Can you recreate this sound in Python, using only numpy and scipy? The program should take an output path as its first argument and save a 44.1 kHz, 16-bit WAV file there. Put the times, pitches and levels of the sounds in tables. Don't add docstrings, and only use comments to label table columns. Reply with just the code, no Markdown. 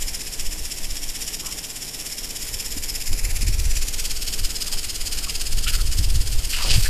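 import sys
import numpy as np
from scipy import signal
from scipy.fft import rfft, irfft
from scipy.io import wavfile
from scipy.ndimage import uniform_filter1d

SR = 44100
rng = np.random.default_rng(int(sys.argv[2]) if len(sys.argv) > 2 else 0)


def store_pcm(level_fs):
    pcm = np.round(np.clip(level_fs, -1, 1) * 32767).astype(np.int16)
    wavfile.write(sys.argv[1], SR, np.atleast_2d(pcm).T)


N = 303849
TIME = np.arange(N) / SR

# time_s, spurts_per_s
ROTOR_SPEED = [(0, 16.034), (.7, 15.641), (1.5, 16.569), (2.3, 16.736), (3.3, 17.184), (4.5, 17.805),
               (5.7, 17.451), (6.9, 17.064)]
# phase_turns, relative_db
SPURT_SHAPE = [(0, -22), (.1, -25.5), (.25, -7.5), (.35, -6.5), (.45, -2.1), (.52, -1.5), (.6, -3),
               (.7, -10), (.78, -22), (1, -19)]
# time_s, relative_db
JET_RIDE = [(0, -30.5), (.25, -35), (1.25, -33), (1.7, -35), (2.4, -34), (3.4, -32), (4.65, -30.5),
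            (5.7, -31.5), (6.4, -33.5)]
# start_s, relative_peak_db
NOZZLE_SPITS = [(.956, -17), (3.1303, -12), (3.821, -14), (4.6109, -10), (4.7262, -11), (4.773, -19),
                (4.953, -24), (5.018, -18), (5.415, -9)]
# time_s, view (0 away from the sprinkler, 1 side on, 2 facing it)
MIC_AIM = [(0, 0.23), (1.4, 0), (2.4, .09), (3, 0.4), (3.4, 1.25), (3.85, 1.63), (4.3, 2.11), (6.89, 2)]
# frequency_hz, relative_db
AWAY_EQ = [(400, -31), (1380, -22.5), (1850, -12), (2650, -8.5), (3300, -7), (4250, -14.5), (5100, -1.5),
           (5500, -1.5), (6150, -11), (7050, -3), (8700, -9.5), (10300, -8.5), (12600, -11.5), (14200, -20)]
SIDE_EQ = [(400, -18), (1150, -21.5), (2400, 1), (3050, -12.5), (3650, -11), (4400, -7), (5100, -1.5),
           (5650, -4), (6300, -5.5), (7150, .5), (8750, -12.5), (9950, -1.5), (11300, -6.5), (14200, -12)]
FACING_EQ = [(400, -30), (950, -28.5), (1300, -15.5), (2100, -12), (3050, -3.5), (3750, -10.5), (4400, -3),
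             (5100, -0.5), (5900, -9), (6850, -4), (8200, -6), (9800, -8), (11000, -11.5), (14200, -15.5)]
# time_s, lower_hz, upper_hz, relative_db
HISS_RINGS = [(0, 5200, 6960, 3), (1.3, 5700, 7080, 3), (2.3, 5340, 7080, 3.5), (3.1, 5120, 7150, 5.5),
              (3.4, 5000, 7250, 0), (3.6, 5850, 7700, 8.5), (3.85, 5800, 6900, 5.5), (4.1, 5570, 6800, 2),
              (4.6, 5030, 6800, 4), (6.4, 5170, 6900, 1)]
# time_s, relative_db
TREBLE_SHEEN = [(0, -2.5), (1.8, -0.5), (3, 2.5), (3.5, -3), (4.3, 2), (4.8, 0), (5.7, 0), (6.4, 1)]
# start_s, length_s, level_db, centre_hz, width_octaves
DOG_SPLASHES = [(5.666, 0.028, -26, 2920, 0.36), (5.673, 0.029, -28.5, 7500, 0.62),
                (5.724, 0.036, -26.5, 4830, 1.3), (6.489, 0.068, -29, 5900, 1.1),
                (6.526, .027, -29, 2600, 0.57), (6.562, 0.066, -29.5, 2600, 1.26),
                (6.62, 0.027, -28.5, 4730, 0.68), (6.648, 0.043, -28.5, 4080, 1),
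                (6.688, 0.016, -25.5, 4040, .6), (6.699, 0.026, -20.5, 4200, 0.78),
                (6.725, 0.039, -23, 4100, 0.95), (6.758, .066, -29.5, 5880, 1.4),
                (6.824, 0.015, -26.5, 4700, 0.98), (6.837, .046, -28.5, 4500, 1.2)]
# start_s, length_s, level_db, pitch_hz, width_octaves
DOG_DRUMMING = [(5.663, .03, -34.5, 1500, 0.19), (5.714, 0.039, -42.5, 1450, 0.13),
                (5.778, 0.036, -44, 1410, .2), (6.6, 0.05, -43, 1090, 0.17), (6.638, 0.12, -38, 430, .97),
                (6.849, 0.023, -32.5, 1710, .18)]
# frequency_hz, relative_db
WET_COAT_EQ = [(500, 6), (1900, 0), (2900, 5), (3700, -2), (4900, 6.5), (6000, -2.5), (7500, 1.5),
               (14000, 0)]
# start_s, level_db, centre_hz, width_octaves, length_s
SOFT_THUDS = [(1.426, -47, 1110, 0.3, 0.088), (2.762, -34, 251, 0.23, 0.012), (3.12, -41, 270, 0.78, 0.031),
              (3.42, -35, 254, 0.39, 0.016), (3.484, -27, 149, 0.59, 0.0079), (4.72, -46, 776, 0.46, 0.028),
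              (5.26, -43.5, 1220, 0.14, 0.024), (5.972, -32.5, 132, 0.54, 0.026),
              (6.147, -29, 120, 0.48, 0.013), (6.774, -14.5, 83, 0.55, 0.014)]
# time_s, level_db
BREEZE_RIDE = [(0, -35), (1.1, -32.5), (1.8, -43), (2.9, -28), (3.5, -28.5), (4.1, -23), (4.65, -30.5),
               (5.25, -25.5), (5.9, -21.5), (6.55, -23), (6.89, -17.5)]
# peak_s, length_s, push_db, eddies_re_push_db
MIC_GUSTS = [(0.043, 0.22, -25.5, -14.5), (0.464, 0.14, -19.5, -22), (0.627, 0.081, -27, -6.5),
             (0.884, 0.14, -20.5, -21), (1.07, 0.13, -27.5, -20), (2.537, 0.065, -28.5, -2.5),
             (2.75, .22, -39, 0), (3.119, 0.057, -12, -8), (3.28, 0.18, -18, -7), (3.5, 0.25, -21, 2),
             (3.658, 0.11, -18, -2), (3.77, 0.21, -17, -13), (4.435, 0.083, -15, -14),
             (4.758, 0.067, -17, -34), (4.88, 0.044, -30, -6), (5.004, .07, -29, -10),
             (5.18, .08, -28.5, -8), (5.56, 0.12, -15, -9.5), (5.81, 0.3, -19.5, -4.5),
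             (6.015, .11, -25, 4.5), (6.144, 0.28, -16, -5), (6.253, .06, -23, -3), (6.355, 0.093, -17, -5),
             (6.767, 0.16, -12, -5)]
# frequency_hz, relative_db
PUSH_EQ = [(3, -5), (8, -4), (15, 6), (23, -1), (32, -11), (50, -21), (120, -83), (300, -100)]
EDDY_EQ = [(18, -43), (32, 3), (55, -3), (75, -12), (120, -49), (300, -69), (1000, -95)]
FINE_EDDY_EQ = [(35, -31), (62, 5.5), (95, 5.5), (140, -9), (220, -21), (400, -32.5), (1000, -63),
                (4000, -85)]
# frequency_hz, relative_db
YARD_EQ = [(20, 7.5), (60, 4), (100, -2), (155, 2.5), (225, -1.5), (305, 0.5), (365, -4.5), (440, -0.5),
           (540, -7.5), (720, -7), (1000, -12), (1400, -19), (3000, -20.5), (9000, -54)]

START_TURNS, SPURT_SPREAD_DB = 0.099, 1.17
WALL_ECHO_S, WALL_ECHO_DB = 0.0208, -14
RING_WIDTH_HZ, UPPER_RING_SHARE = 250, 0.6
SHEEN_HZ, SHEEN_WIDTH_HZ, TOP_HZ = 11900, 900, 14400
BREEZE_EDDIES_DB, WIND_CEILING = -10.5, 0.62
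FINE_DB, FINE_GROWTH, FINE_PIVOT_DB = -7.5, 0.14, -16.5


def jet():
    turns = np.cumsum(follow(ROTOR_SPEED)[0]) / SR + START_TURNS
    sweep_db = np.interp(turns % 1, *np.transpose(SPURT_SHAPE))
    strength_db = SPURT_SPREAD_DB * rng.standard_normal(size=256)[turns.astype(int)]
    flow = unit(amp(sweep_db + strength_db + 0.88 * wander(160)))
    spurts = flow * water(per_s=3400, spread_db=1, share=0.33) * amp(follow(JET_RIDE)[0] + 0.29)
    spurts *= amp(np.interp(TIME, [6.48, 6.6], [0, -6]))
    echo = amp(WALL_ECHO_DB) * np.roll(spurts, round(WALL_ECHO_S * SR))
    return mic_colour(spurts + echo, contrast=1.15)


def spits():
    out, t = np.zeros(N), TIME[:512]
    for start_s, peak_db in NOZZLE_SPITS:
        click = rng.standard_normal(len(t)) * np.exp(-t / 0.00031)
        snap = colour(click, FACING_EQ)[:256]
        add(out, start_s, amp(peak_db + 0.5) * snap / abs(snap).max())
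    return out


def patter():
    gain = amp(-37 + wander(23))
    return gain * mic_colour(water(per_s=1500, spread_db=5.5, share=0.24), contrast=0.55)


def water(per_s, spread_db, share):
    mist = rng.standard_normal(N)
    sizes = amp(spread_db * np.minimum(rng.exponential(1, N), 4))
    drops = unit(sizes * rng.choice([-1, 1], N) * (rng.random(N) < per_s / SR))
    return np.sqrt(1 - share) * mist + np.sqrt(share) * drops


def mic_colour(hiss, contrast):
    hz, t, spectrum = signal.stft(hiss, SR, nperseg=256, noverlap=192)
    hz = hz[:, None]
    curves = follow(MIC_AIM) + follow(HISS_RINGS) + follow(TREBLE_SHEEN)
    view, lower_hz, upper_hz, height_db, sheen_db = (np.interp(t, TIME, c) for c in curves)
    views = [AWAY_EQ, SIDE_EQ, FACING_EQ]
    tone_db = sum(np.maximum(1 - abs(view - k), 0) * eq_db(eq, hz) for k, eq in enumerate(views))
    for ring_hz, ring_db in [(lower_hz, height_db), (upper_hz, UPPER_RING_SHARE * height_db)]:
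        tone_db += ring_db * np.exp(-((hz - ring_hz) / RING_WIDTH_HZ) ** 2)
    tone_db += sheen_db * np.exp(-((hz - SHEEN_HZ) / SHEEN_WIDTH_HZ) ** 2)
    patches = uniform_filter1d(rng.standard_normal(spectrum.shape), size=3, axis=0)
    tone_db += 0.9 * unit(uniform_filter1d(patches, size=24, axis=1))
    tone = amp(tone_db * contrast) * (hz < TOP_HZ)
    tone /= np.sqrt(np.mean(tone ** 2, axis=0))
    return signal.istft(spectrum * tone, SR, nperseg=256, noverlap=192)[1][:N]


def dog_spatters():
    spray = water(per_s=2500, spread_db=3.0, share=0.38) * amp(1.2 * wander(200))
    splash = colour(spray, WET_COAT_EQ)
    out = np.zeros(N)
    for start_s, length_s, level_db, hz, octaves in DOG_SPLASHES + DOG_DRUMMING:
        add(out, start_s, amp(level_db) * burst(splash, start_s, length_s, hz, octaves))
    return out


def thuds():
    out, noise = np.zeros(N), rng.standard_normal(N)
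    for start_s, level_db, hz, octaves, length_s in SOFT_THUDS:
        add(out, start_s, amp(level_db) * burst(noise, start_s, length_s, hz, octaves))
    return out


def wind():
    push_power = amp(follow(BREEZE_RIDE)[0]) ** 2
    eddy_power = push_power * amp(BREEZE_EDDIES_DB) ** 2
    for peak_s, length_s, push_db, eddies_re_push_db in MIC_GUSTS:
        swell = amp(push_db) * np.exp(-(2 * (TIME - peak_s) / length_s) ** 2)
        push_power += swell ** 2
        eddy_power += (swell * amp(eddies_re_push_db)) ** 2
    eddy_db = 10 * np.log10(eddy_power)
    flutter_db = 3 * wander(22)
    fine_db = eddy_db + FINE_DB + FINE_GROWTH * (eddy_db - FINE_PIVOT_DB) + flutter_db
    push = np.sqrt(push_power) * turbulence(PUSH_EQ, steady_s=0.14)
    eddies = amp(eddy_db) * turbulence(EDDY_EQ, steady_s=0.086)
    fine = amp(fine_db) * turbulence(FINE_EDDY_EQ, steady_s=0.075)
    return WIND_CEILING * np.tanh((push + eddies + fine) / WIND_CEILING)


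def turbulence(eq, steady_s):
    rumble = colour(rng.standard_normal(N), eq)
    return rumble / np.sqrt(uniform_filter1d(rumble ** 2, int(steady_s * SR)) + 0.024)


def yard():
    return amp(-43 + 0.5 * wander(11)) * colour(rng.standard_normal(N), YARD_EQ)


def burst(source, start_s, length_s, centre_hz, octaves):
    t = TIME[:SR // 4]
    hz = np.fft.rfftfreq(len(t), 1 / SR)
    piece = np.roll(source, -round(start_s * SR))[:len(t)]
    band = np.exp(-0.5 * (np.log2((hz + 1) / centre_hz) / octaves) ** 2)
    attack = 1 - np.exp(-t / 0.0052)
    release = np.exp(-np.maximum(t - 0.82 * length_s, 0) / (0.29 * length_s))
    sound = irfft(rfft(piece) * band, len(t)) * attack * release
    return sound / np.sqrt(np.sum(sound ** 2) / (length_s * SR))


def amp(db):
    return 10 ** (np.asarray(db) / 20)


def unit(x):
    return x / np.sqrt(np.mean(x ** 2) + 1e-20)


def follow(rows):
    time_s, *columns = np.transpose(rows)
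    return [np.interp(TIME, time_s, c) for c in columns]


def eq_db(eq, hz):
    points_hz, db = np.transpose(eq)
    return np.interp(np.log(hz + 1), np.log(points_hz), db)


def colour(x, eq):
    hz = np.fft.rfftfreq(len(x), 1 / SR)
    return unit(irfft(rfft(x) * amp(eq_db(eq, hz)), len(x)))


def wander(per_s):
    hz = np.fft.rfftfreq(N, 1 / SR)
    return unit(irfft(rfft(rng.standard_normal(N)) * np.exp(-(hz / per_s) ** 2), N))


def add(mix, start_s, sound):
    part = mix[max(round(start_s * SR), 0):][:len(sound)]
    part += sound[:len(part)]


def scene():
    return (jet() + spits() + patter() + dog_spatters() + thuds() + wind() + yard())[None]


def record(dry):
    low_pass = signal.firwin(511, TOP_HZ, window=("kaiser", 9), fs=SR)
    return signal.oaconvolve(dry, low_pass[None], "same")


dry = scene()
out = record(dry)
store_pcm(out)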